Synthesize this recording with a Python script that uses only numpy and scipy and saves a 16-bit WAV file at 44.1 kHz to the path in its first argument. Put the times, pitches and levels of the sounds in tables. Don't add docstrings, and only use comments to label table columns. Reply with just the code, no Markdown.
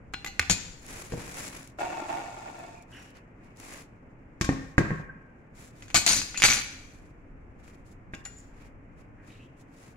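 import sys
import numpy as np
from scipy import signal
from scipy.fft import rfft, irfft
from scipy.io import wavfile
from scipy.ndimage import uniform_filter1d, map_coordinates

SR = 44100
rng = np.random.default_rng(int(sys.argv[2]) if len(sys.argv) > 2 else 0)


def master(y):
    cut = np.clip(np.atleast_2d(y).T, -1, 1)
    pcm = np.round(cut * 32767)
    wavfile.write(sys.argv[1], SR, pcm.astype(np.int16))


N = 439236

# frequency in Hz, density in dB per Hz.
ROOM_TONE = [(65, -24), (110, -1), (135, -2.5), (210, -6), (265, -4), (400, -12), (500, -12), (650, -15.5),
             (900, -18.5), (2200, -23), (3000, -34), (4000, -36), (7100, -30.5), (11000, -45),
             (16000, -49.5)]
RUMBLE = [(15, -2), (35, 5), (60, -2), (100, -2.5), (140, -17), (400, -53.5), (2000, -89.5)]
# time in seconds, level in dB.
RUMBLE_LEVEL = [(0, -51.5), (.9, -51.5), (1.7, -56), (3.4, -59.5), (4.2, -56), (5.3, -58.5), (6.2, -48),
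                (6.7, -51.5), (7.6, -52), (8.8, -51.5), (9.96, -59)]
HUM_DB = -53
DRONE_HZ, DRONE_WIDTH_HZ, DRONE_DB = 268.3, 6, -66.5

# frequency in Hz, likeness (clipped where it is used).
LIKENESS = [(30, 0.5), (70, 2.5), (160, 1.1), (300, 0.9), (550, 0.3), (1200, -0.14), (2500, 0.04),
            (6000, -0.04), (16000, 0.93)]
# frequency in Hz, left-right difference in dB.
PLATE_SIDE = [(200, -6), (700, 3), (1300, 0), (2400, -1), (4400, 1.5), (7200, 11.5), (9000, -3.5),
              (11000, -13.5), (15000, -16.5)]
FAR_SIDE = [(200, 0.5), (1300, 0), (2400, 1), (4400, 2), (7500, 9.5), (10000, -17), (15000, -15)]
# frequency in Hz, t60 in seconds, level in dB.
TAIL = [(60, 1, -12), (200.7, 0.39, -8), (599.6, 0.71, -9.5), (1540, 0.88, -10.5), (3040, 0.68, -5.5),
        (6995, 0.64, -10.5), (15030, 0.94, -17.5)]
CUTOFF_HZ = 15700

# nominal start in seconds, length in seconds, body level in dB, crinkle level in dB.
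RUSTLES = [(0.853, 0.23, -47.5, -47.5), (1.095, 0.27, -47.5, -50), (1.309, 0.19, -44.5, -43),
           (1.437, 0.22, -50, -51.5), (2.9, .2, -57.5, -63), (3.13, 0.084, -58, -73),
           (3.385, 0.17, -63, -74.5), (3.584, 0.13, -52, -54), (3.689, 0.13, -48, -50.5),
           (5.56, 0.13, -57.5, -57), (5.724, 0.18, -62.5, -65.5), (6.863, 0.28, -68.5, -70),
           (7.58, 0.23, -63, -67.5), (7.829, 0.13, -84, -68), (8.53, 0.18, -60.5, -69.5),
           (8.961, 0.092, -64, -70), (9.208, 0.17, -62, -70), (9.562, 0.088, -76, -68.5),
           (9.7, 0.26, -63, -66)]
STROKE_SHAPE = 2.2
FLUTTER_DB, FLUTTER_PER_S = 1.8, 140
# time in seconds, level in dB.
SNAPS = [(0.865, -41), (1.049, -43.5), (1.63, -44), (1.675, -42), (2.09, -46.5), (2.59, -49),
         (2.8243, -49.5), (3.105, -52), (3.1695, -54.5), (3.445, -55), (3.5716, -50), (3.6, -40),
         (3.7073, -45.5), (3.7372, -40)]
# frequency in Hz, density in dB per Hz.
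RUSTLE_BODY = [(100, -2.5), (400, -3.5), (900, -6), (1500, -6.5), (2400, -5.5), (3400, -19.5), (5000, -18),
               (16000, -62)]
RUSTLE_CRINKLE = [(1000, -26.5), (3000, -7.5), (4500, -8), (7200, -0.5), (8800, -7), (11000, -5),
                  (13000, -20.5), (16000, -18)]

DRAG_START_S, DRAG_STOP_S, DRAG_ATTACK_S, DRAG_RELEASE_S = 1.783, 2.872, 0.017, 0.24
DRAG_DB, DRAG_FADE_DB_PER_S = -37.5, 10.5
HISS_DB, HISS_FOLLOWS = -30, 0.76
DRAG_WOBBLE_S, DRAG_WOBBLE_PER_S = 0.00094, 9
# time in seconds, slip level in dB, judder surge in dB.
SHOVES = [(1.786, -25.5, -28.5), (1.807, -23, -36.5), (1.973, -27, -40), (2.054, -28.5, -43.5),
          (2.085, -35.5, -35.5), (2.117, -35, -34), (2.149, -27.5, -39), (2.186, -35.5, -41.5)]
SURGE_T60_S = 0.44
# frequency in Hz, width in Hz, level in dB.
DRAG_BODY = [(344, 104, -4), (569, 270, -19), (693, 134, 3.5), (898.5, 9.7, 11.5), (1100, 84, -7),
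             (1406, 23, 3), (1800, 110, -7.5), (2206, 29, -4), (2560, 19, -1.5), (2336, 50, -8),
             (2740, 28, -6.5), (3450, 38, -12.5)]
# frequency in Hz, density in dB per Hz.
DRAG_HISS = [(1470, -29), (2500, -2.5), (3160, -17), (3460, -11.5), (5740, -9.5), (7020, -4.5),
             (10600, -20), (16000, -43)]
# time in seconds, frequency in Hz.
GROAN_PITCH = [(1.79, 700), (1.85, 740), (1.93, 690), (2.0, 804), (2.14, 800), (2.5, 784), (2.68, 720)]

# start in seconds, length in seconds, first frequency in Hz,
# last frequency in Hz, width in Hz, level in dB, room feed in dB relative to the direct sound.
SQUEAKS = [(2.915, 0.12, 1520, 1750, 710, -53.5, 8), (2.924, 0.1, 2960, 2600, 414, -55, 8.5),
           (2.917, 0.19, 5610, 5610, 250, -67.5, 3.5), (2.745, .1, 2380, 2380, 200, -59, 3),
           (5.093, 0.024, 1630, 1530, 60, -43, 6), (6.347, 0.02, 1950, 2010, 301, -40, 2),
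           (6.358, .024, 2550, 2650, 340, -36, 2), (6.4, 0.014, 4500, 9200, 1188, -38.5, 3),
           (8.379, .04, 6800, 7300, 2200, -57, 6), (8.365, .06, 7100, 7100, 350, -53.5, -0.5),
           (9.17, 0.1, 1650, 1800, 600, -63.5, 6), (9.29, .1, 3600, 4000, 870, -70.5, 12),
           (9.285, 0.12, 2200, 2900, 900, -61, 5), (9.385, 0.1, 2500, 3300, 550, -59.5, 4)]
SQUEAK_JUDDER_DB, SQUEAK_JUDDER_PER_S = 3.5, 210

# time in seconds, table thud in dB, tray clack in dB, rim scratch in dB,
# favoured mode in Hz, its level in dB, its t60 in seconds.
KNOCKS = [(0.395, -47, -59.5, -59.5, 75, -29.5, 0.16), (0.499, -35.5, -42.5, -39, 178, -22, 0.085),
          (0.506, -40, -56, -54, 96, -29, 0.26), (0.51, -40.5, -55, -56, 36, -29.5, .15),
          (1.121, -35, -39, -47, 477, -33, 0.24), (1.137, -30, -51, -63.5, 138, -32.5, 0.23),
          (1.176, -34.5, -59.5, -60, 168, -35, 0.17), (4.4115, -27, -21, -29, 2345, -26, .05),
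          (4.445, -31, -35, -34.5, 62, -29, .15), (4.491, -19.5, -27, -44.5, 270, -27, 0.18),
          (4.524, -34, -41, -53, 397, -36.5, .12), (4.7805, -13.5, -15.5, -35.5, 332, -14.5, 0.086),
          (4.7824, -24, -29.5, -51.5, 166, -17, 0.14), (4.808, -25, -46, -54, 398, -27, .14),
          (4.856, -37, -37, -61.5, 298.4, -32, .08), (4.9057, -27.5, -33.5, -71.5, 1710, -34, .04),
          (4.9139, -36.5, -45.5, -80, 162, -20, .1), (4.998, -38, -48.5, -75, 174.6, -34, .1),
          (8.1357, -39, -36, -69.5, 112, -42, 0.11)]
# frequency in Hz, level in dB, t60 in seconds, left-right in dB.
TABLE_MODES = [(40, -9.5, 0.41, 0.0041), (83.9, -11, 0.086, 0.0048), (125, -7, 0.1, 0.0045),
               (165.5, 5, 0.071, 0.0048), (268.5, -8, 0.33, 0.0014), (301, -3, 0.099, 0.0036),
               (404, -10, 0.16, 0), (519, -10, 0.1084, 0.0076)]
TRAY_MODES = [(630, -11.5, 0.14, 0.0016), (1083, -7, 0.63, 0.0034), (1600, -26, 0.63, 0.0077),
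              (1210, 0, 0.07, 0.0021), (1600, 6.5, 0.04, 0.0034), (1690, -1, 0.046, 0.0045),
              (1834, 4, 0.049, 0.0056), (2090, -19, 0.22, 0.00054), (2345, -18.5, 0.19, 0.018)]
# frequency in Hz, density in dB per Hz.
TABLE_CRACK = [(20, -6), (45, -0.5), (90, 0), (160, -1), (300, -5), (550, -10), (1000, -17), (3000, -51),
               (16000, -101)]
TRAY_CRACK = [(100, -10), (500, -11), (1000, 2), (1700, 3.5), (2400, 6), (3100, -23), (5000, -52.5),
              (16000, -72.5)]
RIM_CRACK = [(500, -40.5), (2500, -2), (4200, -2.5), (7000, 1.5), (9000, -10.5), (12000, -16.5),
             (16000, -37)]
PLATE_CRACK = [(60, -8), (170, -4.5), (450, -12.5), (900, -7.5), (1600, -2.5), (2300, -1), (3200, -6),
               (4500, -15), (7000, -26), (16000, -51)]
STEEL_CRACK = [(300, -27.5), (2000, -14), (3400, -4), (4300, 4), (5550, -2.5), (6200, 2.5), (6700, -0.5),
               (7100, 8), (7700, -4), (8100, -5.5), (8800, -9), (11000, -13), (13500, -27), (16000, -29.5)]

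# time in seconds, plate level in dB,
# steel level in dB, favoured mode in Hz, its level in dB, its t60 in seconds.
TAPS = [(0.1371, -38, -49, 4124, -42, .28), (.141, -32.5, -48, 2803, -43.5, 0.2),
        (0.246, -35, -38.5, 13250, -48, 0.15), (0.2621, -38, -39.5, 2033, -34, 0.11),
        (0.272, -47.5, -41.5, 4150, -43.5, .2), (0.28, -45.5, -44.5, 2740, -46.5, 0.17),
        (0.396, -23.5, -28, 4188, -24.5, .03), (.413, -36, -49.5, 2207, -37, .03),
        (0.426, -37.5, -48.5, 2046, -36, .025), (8.14, -43.5, -55, 1598, -53, 0.11),
        (8.148, -46.5, -50.5, 2660, -48, .06), (8.252, -51, -44.5, 7060, -33, 0.14),
        (8.259, -45, -49, 11000, -53, 0.18)]
# time in seconds, plate in dB, steel in dB,
# favoured mode in Hz, its level in dB, its t60 in seconds.
CLINKS = [(0.4983, -20, -19, 6975, -17.5, 0.06), (0.5045, -30, -26.5, 6450, -19, .07),
          (0.5112, -27.5, -28, 7490, -21, 0.055), (0.519, -37, -26, 6920, -19.5, .06),
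          (0.526, -38.5, -32, 7380, -32, .06), (5.823, -43.5, -52.5, 2014, -53, .05),
          (5.882, -50, -55.5, 7200, -58.5, .1), (5.902, -41, -50.5, 2310, -53, .1),
          (5.9454, -25, -27.5, 712, -20, 0.04), (5.9504, -22.5, -27.5, 1190, -17, 0.04),
          (5.9568, -23, -19.5, 6980, -24, 0.08), (5.9636, -19, -25.5, 7960, -29, .1),
          (6.0641, -23, -16.5, 7150, -20, 0.06), (6.066, -28, -29, 700, -26, 0.062),
          (6.077, -29.5, -27.5, 4448, -24, 0.08), (6.0885, -29, -18, 6385, -19, 0.13),
          (6.1066, -24.5, -27, 6650, -25.5, 0.068), (6.1305, -28.5, -27, 5963, -20.5, 0.075),
          (6.1705, -32.5, -30.5, 6340, -29.5, 0.078), (6.2163, -36.5, -34, 2524, -37.5, 0.12),
          (6.3445, -37.5, -49.5, 1964, -41.5, .05), (6.3744, -34, -28.5, 4494, -36, 0.11),
          (6.4, -32.5, -35.5, 8750, -39.5, 0.08), (6.4218, -29, -30, 10300, -33.5, 0.04),
          (6.438, -15.5, -18, 6170, -13.5, 0.035), (6.4461, -17.5, -25.5, 8000, -21, .07),
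          (6.451, -20.5, -23, 2257, -20.5, 0.086), (6.461, -24, -27, 6970, -23, .07),
          (6.4823, -27, -30.5, 2520, -23.5, .08), (6.488, -25.5, -26.5, 2276, -22, .08),
          (6.502, -32, -23.5, 5780, -16, 0.051), (6.5165, -26, -28.5, 6200, -17, .07),
          (6.533, -31, -22, 5900, -21, 0.044), (6.5688, -30.5, -35, 2383, -48, 1),
          (6.613, -34, -50, 2570, -55, 0.46)]
# time in seconds, level in dB, frequency in Hz, swell in milliseconds.
CLACKS = [(0.1371, -25.5, 1500, .5), (0.3947, -6.5, 2000, .55), (0.398, -16.5, 2300, .2),
          (6.4209, -4, 2300, .22), (6.4273, -6, 2900, .17), (6.4312, -5.5, 2500, .3),
          (6.4376, -8.5, 2200, .3), (6.4513, -7.5, 2200, 0.24), (6.4556, -8, 2300, .25),
          (6.4656, -16, 2300, .35), (6.4829, -20.5, 2500, 0.28), (6.4883, -17, 2200, 0.53),
          (6.51, -16, 2300, 0.33), (6.526, -11.5, 2500, .25)]
CLACK_LEAD_RAD, CLACK_SIDE_DB = .4, -1
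# start in seconds, length in seconds, plate level in dB,
# steel level in dB, table level in dB, plate fade in dB/s, steel fade in dB/s.
RATTLES = [(0.497, 0.014, -33.5, -24, -38, 300, 451.5), (5.9443, 0.03, -23, -18, -32, 280.5, 198),
           (6.0773, 0.11, -25.5, -20.5, -40.5, 106.5, 70.5), (6.443, 0.044, -23, -20, -43, 184.5, 233.5),
           (6.501, .09, -26.5, -29, -48.5, 82, 71)]
CHATTER_GAP_S, CHATTER_JITTER = .011, 0.32
CHATTER_SCATTER_DB, SETTLE_DB_PER_S = 2, 601
# frequency in Hz, level in dB, t60 in seconds, left-right in dB.
PLATE_MODES = [(808, -16, 0.11, -0.5), (1188, -13.5, 0.14, -5.5), (1475, -5.5, 0.1, 2),
               (1730, -12, 0.042, -2.5), (2020, -7, 0.03, 3), (2180, -3.5, 0.011, -2), (2247, 4, 0.013, 3),
               (2600, -6.5, 0.054, 1.5), (2900, -16, 0.083, 6), (3517, -2, 0.03, 2)]
SPOON_MODES = [(4144, -7, .2, 5), (5020, -5, .17, 0), (5988, -3, .2, 6), (6175, -8, .2, 3),
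               (6385, -3, .22, 10), (6955, -3, .15, 10), (7015, 0, .15, 10), (8118, -6, .18, 4),
               (9283, -22, .22, -5), (10562, -12, .25, -20), (10920, -22, .2, -15), (11866, -13, .22, -18),
               (12428, -18, .22, -16), (13320, -23, .25, -11), (15050, -31, .2, 1)]
FORK_MODES = [(2240, 0, .22, -7), (2325, -4, .18, -4), (2483, 1, .27, -4), (2606, -2, .27, 0),
              (4312, -7, .2, -1), (4490, -6, .17, 1), (5028, -10, .2, 0), (5963, 3, .22, 7),
              (6087, -3, .17, 4), (7128, 0, .22, 11), (7854, -11, .2, 5), (10290, -17, .2, -7),
              (13660, -21, .15, -14)]
HANDLE_MODES = [(785, -2.5, .3, 0), (1430, -1.5, 0.23, 3.5), (2800, -3.5, .22, 0.5),
                (3340, -10.5, 0.16, 2.5), (5047, -10.5, 0.27, 8.5)]
CROWD_LOW_HZ, CROWD_HIGH_HZ, CROWD_T60_S = 2850, 12850, 0.13
PARTED_S = 5.5
NESTED_DB = -10.5


def from_db(db):
    return 10 ** (np.asarray(db) / 20)


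def rms_one(x):
    return x / np.sqrt(np.mean(x ** 2) + 1e-20)


def at_hz(points, hz, axis=1):
    points = np.array(points, float)
    return np.interp(np.log(np.maximum(hz, 1)), np.log(points[:, 0]), points[:, axis])


def convolve(x, response):
    x, response = np.float32(x), np.float32(response)
    return signal.oaconvolve(np.atleast_2d(x), np.atleast_2d(response), axes=-1)[:, :N]


def causal(gain):
    cepstrum = irfft(np.log(gain + 1e-7))
    half = cepstrum.shape[-1] // 2
    cepstrum[..., 1:half] *= 2
    cepstrum[..., half + 1:] = 0
    return irfft(np.exp(rfft(cepstrum)))


def panned(db):
    pair = from_db(np.array([db, -db]) / 2)
    return pair / np.sqrt(np.mean(pair ** 2, axis=0))


def colour(pair, spectrum, balance, size=4096):
    hz = np.fft.rfftfreq(size, 1 / SR)
    alike = np.clip(at_hz(LIKENESS, hz), -.98, .98)
    mid, side = convolve(pair, causal(np.sqrt(np.array([1 + alike, 1 - alike]) / 2)))
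    gain = rms_one(from_db(at_hz(spectrum, hz)))
    return convolve([mid + side, mid - side], causal(gain * panned(at_hz(balance, hz))))


def white():
    return rng.standard_normal((2, N))


def grains(per_s, spread_db):
    sizes = from_db(spread_db * np.minimum(rng.exponential(1, N), 4))
    return rms_one((rng.random(N) < per_s / SR) * sizes * white())


def drift(per_s):
    knots = rng.standard_normal(4000)
    return map_coordinates(knots, [np.arange(N) / SR * per_s], order=3, mode="wrap")


def wobble(x, depth_s, per_s):
    at = np.arange(N) + depth_s * SR * drift(per_s)
    return np.array([map_coordinates(channel, [at], order=3) for channel in x])


def moving_resonance(x, hz, width_hz):
    turn = np.exp(2j * np.pi * np.cumsum(hz) / SR)
    r = np.exp(-np.pi * width_hz / SR)
    return np.real(turn * signal.lfilter([np.sqrt(2 * (1 - r * r))], [1, -r], x / turn + 1e-18))


def clicks(times, sizes):
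    out = np.zeros(N, np.asarray(sizes).dtype)
    out[np.clip(np.round(np.asarray(times) * SR).astype(int), 0, N - 1)] = sizes
    return out


def decaying_power(times, db, t60):
    return signal.lfilter([1], [1, -from_db(-120 / (t60 * SR))], clicks(times, from_db(db) ** 2) + 1e-22)


def crack(times, db, t60, snap):
    burst = np.sqrt(decaying_power(times, db, t60)) * white()
    return burst + snap * clicks(times, from_db(db)) * [[1], [0]]


def ring(times, db, modes, scatter_db, detune):
    out = np.zeros((2, N))
    for hz, mode_db, t60, pan_db in modes:
        chance = rng.standard_normal((len(times), 3))
        sizes = from_db(db + mode_db + scatter_db * chance[:, 0]) * np.sign(chance[:, 1])
        t = np.arange(int(min(t60, 1) * SR)) / SR
        lead = np.arccos(np.clip(at_hz(LIKENESS, hz), -1, 1)) / 2 * np.float32([[1], [-1]])
        fade = from_db(-60 * t / t60) * panned(pan_db)[:, None]
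        for s, size, shift in zip(times, sizes, 1 + detune * chance[:, 2]):
            i = int(round(s * SR))
            tone = np.sin((2 * np.pi * hz * shift * t + lead).astype(np.float32)) * fade
            out[:, i:i + len(t)] += size * tone[:, :N - i]
    return out


def favoured(rows, side):
    out = np.zeros((2, N))
    for at, *_, hz, db, t60 in rows:
        out += ring([at], db, [(hz, 0, t60, at_hz(side, hz))], scatter_db=-1.0, detune=0)
    return out


def rebounds(times, db, count, gap_s, loss_db):
    chance = rng.random((len(times), count, 2))
    later = times[:, None] + np.cumsum(gap_s * (0.3 + 1.5 * chance[..., 0]), axis=1)
    weaker = db[:, None] - np.cumsum(2 * loss_db * chance[..., 1], axis=1) - loss_db
    return np.append(times, later), np.append(db, weaker)


def bounced(rows, gap_s, loss_db):
    first = np.array(rows, float)
    second = np.column_stack([first[:, 0] + gap_s, first[:, 1:] - loss_db])
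    return np.vstack([first, second]).T


def room_tone():
    rumble = from_db(np.interp(np.arange(N) / SR, *np.transpose(RUMBLE_LEVEL)))
    drone = moving_resonance(rng.standard_normal(N), np.full(N, DRONE_HZ), DRONE_WIDTH_HZ)
    out = from_db(DRONE_DB) * rms_one(drone) + colour(rumble * white(), RUMBLE, FAR_SIDE)
    return out + from_db(HUM_DB) * colour(white(), ROOM_TONE, FAR_SIDE)


def room(x, build_s):
    t = np.arange(SR) / SR
    hz = np.fft.rfftfreq(SR, 1 / SR)
    alike = .86 * np.sinc(hz / 1100)
    mid, side = rfft(rng.standard_normal((2, SR)))
    noise = np.sqrt(1 + alike) * mid + np.sqrt(1 - alike) * side * [[1], [-1]]
    tail = 0
    for centre in 2. ** np.arange(5, 15):
        share = np.clip(1 - abs(np.log2(np.maximum(hz, 1) / centre)), 0, 1)
        fade = from_db(-60 * t / at_hz(TAIL, centre)) * (1 - np.exp(-(t / build_s) ** 2))
        level = from_db(at_hz(TAIL, centre, axis=2))
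        tail = tail + irfft(noise * share) * fade / np.linalg.norm(fade) * level
    return convolve(x, tail / np.sqrt(2))


def rustle():
    t, power = np.arange(N) / SR, np.zeros((2, N))
    for start, length, body_db, crinkle_db in RUSTLES:
        from_middle = np.abs(2 * (t - start) / length - 1)
        near = from_middle < 2
        swell = np.exp(-from_middle[near] ** STROKE_SHAPE)
        power[:, near] += (from_db([[body_db], [crinkle_db]]) * swell) ** 2
    body, crinkle = np.sqrt(power) * from_db(FLUTTER_DB * drift(FLUTTER_PER_S))
    rub = from_db(2.5) * colour(body * grains(per_s=7000, spread_db=1.5), RUSTLE_BODY, FAR_SIDE)
    bright = colour(crinkle * grains(per_s=4000, spread_db=1.5), RUSTLE_CRINKLE, FAR_SIDE)
    return rub + from_db(0.5) * bright


def crinkle_snaps():
    s, db = np.transpose(SNAPS)
    return from_db(-1.0) * colour(crack(s, db, t60=0.012, snap=3.7), RUSTLE_CRINKLE, FAR_SIDE)


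def drag_force():
    t = np.arange(N) / SR
    onset, release = (t - DRAG_START_S) / DRAG_ATTACK_S, (DRAG_STOP_S - t) / DRAG_RELEASE_S
    moving = np.clip(np.minimum(onset, release), 0, 1)
    pull = from_db(DRAG_DB - DRAG_FADE_DB_PER_S * (t - DRAG_START_S))
    s, _, surge_db = np.transpose(SHOVES)
    return moving * np.sqrt(pull ** 2 + decaying_power(s, surge_db, SURGE_T60_S))


def drag():
    judder = drag_force()
    hiss = from_db(HISS_DB) * judder ** HISS_FOLLOWS
    s, slip_db, _ = np.transpose(SHOVES)
    hz = np.geomspace(60, 16000, num=900)
    power = sum(from_db(db) ** 2 / (1 + ((hz ** 2 - f ** 2) / (hz * width)) ** 2)
                for f, width, db in DRAG_BODY)
    body = np.transpose([hz, 10 * np.log10(power / (1 + (hz / 3800) ** 4))])
    friction = from_db(1.0) * judder * grains(per_s=700, spread_db=1.84)
    friction += from_db(-4.5) * crack(s, slip_db, t60=0.01, snap=8.6)
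    pitch = np.interp(np.arange(N) / SR, *np.transpose(GROAN_PITCH))
    out = from_db(-5.5) * moving_resonance(friction, pitch, width_hz=55)
    out += from_db(-2.0) * wobble(colour(friction, body, FAR_SIDE), DRAG_WOBBLE_S, DRAG_WOBBLE_PER_S)
    return out + from_db(5.5) * colour(hiss * grains(per_s=2200, spread_db=1.5), DRAG_HISS, FAR_SIDE)


def squeaks():
    direct, feed = np.zeros((2, 2, N))
    for start, length, first_hz, last_hz, width, db, room_db in SQUEAKS:
        n, i = int(length * SR), int(start * SR)
        hz = np.append(np.full(SR // 4, first_hz), np.geomspace(first_hz, last_hz, n))
        once = moving_resonance(rng.standard_normal(len(hz)), hz, width)
        tone = moving_resonance(once, hz, width)[-n:]
        at = np.arange(n) / SR * SQUEAK_JUDDER_PER_S
        judder = from_db(SQUEAK_JUDDER_DB * np.interp(at, np.arange(200), rng.standard_normal(200)))
        sound = from_db(db) * rms_one(tone * judder) * np.sin(np.pi * np.sqrt(np.arange(n) / n))
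        direct[:, i:i + n] += sound
        feed[:, i:i + n] += from_db(room_db) * sound
    return direct, feed


def knocks():
    s, thud_db, clack_db, rim_db = bounced([knock[:4] for knock in KNOCKS], gap_s=.0062, loss_db=14.5)
    table = from_db(1.0) * colour(crack(s, thud_db, t60=0.05, snap=13.0), TABLE_CRACK, FAR_SIDE)
    table += from_db(-7.0) * ring(s, thud_db, TABLE_MODES, scatter_db=2.0, detune=0.005)
    tray_hits = rebounds(s, clack_db, count=2, gap_s=0.0078, loss_db=9.5)
    tray = from_db(4.0) * colour(crack(*tray_hits, t60=0.008, snap=3.9), TRAY_CRACK, FAR_SIDE)
    tray += from_db(-12.5) * ring(s, clack_db, TRAY_MODES, scatter_db=6.5, detune=0.0026)
    rim = from_db(1.5) * colour(crack(s, rim_db, t60=0.095, snap=4.7), RIM_CRACK, FAR_SIDE)
    return table + tray + rim + favoured(KNOCKS, FAR_SIDE)


def table_shake(rattles):
    s, _, _, table_db = rattles.T
    return colour(crack(s, table_db, t60=0.085, snap=1.3), TABLE_CRACK, FAR_SIDE)


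def taps():
    s, plate_db, steel_db = bounced([tap[:3] for tap in TAPS], gap_s=0.0025, loss_db=-1.0)
    out = from_db(2.5) * colour(crack(s, plate_db, t60=0.0056, snap=9.8), PLATE_CRACK, FAR_SIDE)
    out += from_db(-9.0) * ring(s, plate_db, PLATE_MODES, scatter_db=6.0, detune=0.0046)
    steel_hits = rebounds(s, steel_db, count=2, gap_s=0.0041, loss_db=9.0)
    out += from_db(3.0) * colour(crack(*steel_hits, t60=0.012, snap=6.4), STEEL_CRACK, FAR_SIDE)
    out += from_db(-22.0) * ring(s, steel_db, FORK_MODES, scatter_db=8.0, detune=0.064)
    handle_db = np.minimum(plate_db, -36)
    out += from_db(-15.5) * ring(s, handle_db, HANDLE_MODES, scatter_db=3.5, detune=0.015)
    return out + favoured(TAPS, FAR_SIDE)


def clacks():
    out, t = np.zeros((2, N)), np.arange(SR // 50) / SR
    lead = CLACK_LEAD_RAD * np.array([[1], [-1]])
    for s, db, hz, swell_ms in CLACKS:
        age, i = t * 1000 / swell_ms, int(round(s * SR))
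        envelope = from_db(db) * age * np.exp(1 - age)
        out[:, i:i + len(t)] += envelope * np.sin(2 * np.pi * hz * t + lead)
    s, db, _, _ = np.transpose(CLACKS)
    edge = from_db(-13.0) * colour(crack(s, db, t60=0.0074, snap=8.3), RIM_CRACK, FAR_SIDE)
    return out * panned(CLACK_SIDE_DB)[:, None] + edge


def chatter(count):
    rows = []
    for start, length, plate_db, steel_db, table_db, plate_fade, steel_fade in RATTLES:
        step = np.arange(count)
        chance = rng.uniform(-1, 1, (3, count)) * (step > 0)
        age = CHATTER_GAP_S * (step + CHATTER_JITTER * chance[0])
        settle_db = SETTLE_DB_PER_S * np.maximum(age - length, 0)
        plate = plate_db - plate_fade * age + CHATTER_SCATTER_DB * chance[1]
        steel = steel_db - steel_fade * age + CHATTER_SCATTER_DB * chance[2]
        levels = [plate - settle_db, steel - settle_db, table_db - settle_db]
        rows.append(np.transpose([start + age, *levels]))
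    return np.vstack(rows)


def steel_crowd(count):
    hz = np.linspace(CROWD_LOW_HZ, CROWD_HIGH_HZ, count) * (1 + .015 * rng.standard_normal(count))
    return np.transpose([hz, at_hz(STEEL_CRACK, hz), np.full(count, CROWD_T60_S), at_hz(PLATE_SIDE, hz)])


def cutlery(rattles):
    s, plate_db, steel_db = np.vstack([np.array(CLINKS)[:, :3], rattles[:, :3]]).T
    plate_hits = rebounds(s, plate_db, count=3, gap_s=0.0038, loss_db=2.5)
    steel_hits = rebounds(s, steel_db, count=3, gap_s=0.004, loss_db=1.5)
    plate = from_db(3.0) * colour(crack(*plate_hits, t60=0.015, snap=5.64), PLATE_CRACK, PLATE_SIDE)
    plate += from_db(-8.5) * ring(s, plate_db, PLATE_MODES, scatter_db=4.5, detune=0.015)
    steel = from_db(-0.5) * colour(crack(*steel_hits, t60=0.018, snap=3.9), STEEL_CRACK, PLATE_SIDE)
    steel += from_db(-22.5) * ring(s, steel_db, steel_crowd(count=56), scatter_db=7.5, detune=0.004)
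    fork = from_db(-20.0) * ring(s, plate_db, FORK_MODES, scatter_db=4.0, detune=0.0023)
    spoon_db = steel_db + NESTED_DB * (s < PARTED_S)
    spoon = from_db(-11.0) * ring(s, spoon_db, SPOON_MODES, scatter_db=3.5, detune=0.0031)
    return plate + steel + fork + spoon + favoured(CLINKS, PLATE_SIDE)


def treble_gate(x, edge_hz, open_db, depth_db, knee_db):
    high_pass = signal.butter(8, edge_hz, "high", fs=SR, output="sos")
    treble = signal.sosfiltfilt(high_pass, x)
    power = uniform_filter1d(np.mean(treble ** 2, axis=0), size=1024)
    level_db = 10 * np.log10(np.maximum(power, 1e-14))
    shut = np.clip((open_db - level_db) / knee_db, 0, 1)
    return x - treble * (1 - from_db(-depth_db * shut))


def scene():
    rattles = chatter(count=16)
    steel = cutlery(rattles) + taps()
    table = knocks() + table_shake(rattles) + drag()
    sheets = rustle() + crinkle_snaps()
    hard = clacks()
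    squeal, squeal_feed = squeaks()
    feed = from_db(-0.5) * steel + from_db(3.5) * table + from_db(-4.0) * sheets
    feed += from_db(-2.0) * hard + squeal_feed
    direct = steel + table + sheets + hard + squeal
    return direct + room(feed, build_s=0.0017) + room_tone()


def record(dry):
    gated = treble_gate(dry, edge_hz=2990, open_db=-64.5, depth_db=24.0, knee_db=6.5)
    low_pass = signal.ellip(10, .2, 90, CUTOFF_HZ, fs=SR, output="sos")
    return signal.sosfilt(low_pass, gated)


dry = scene()
out = record(dry)
master(out)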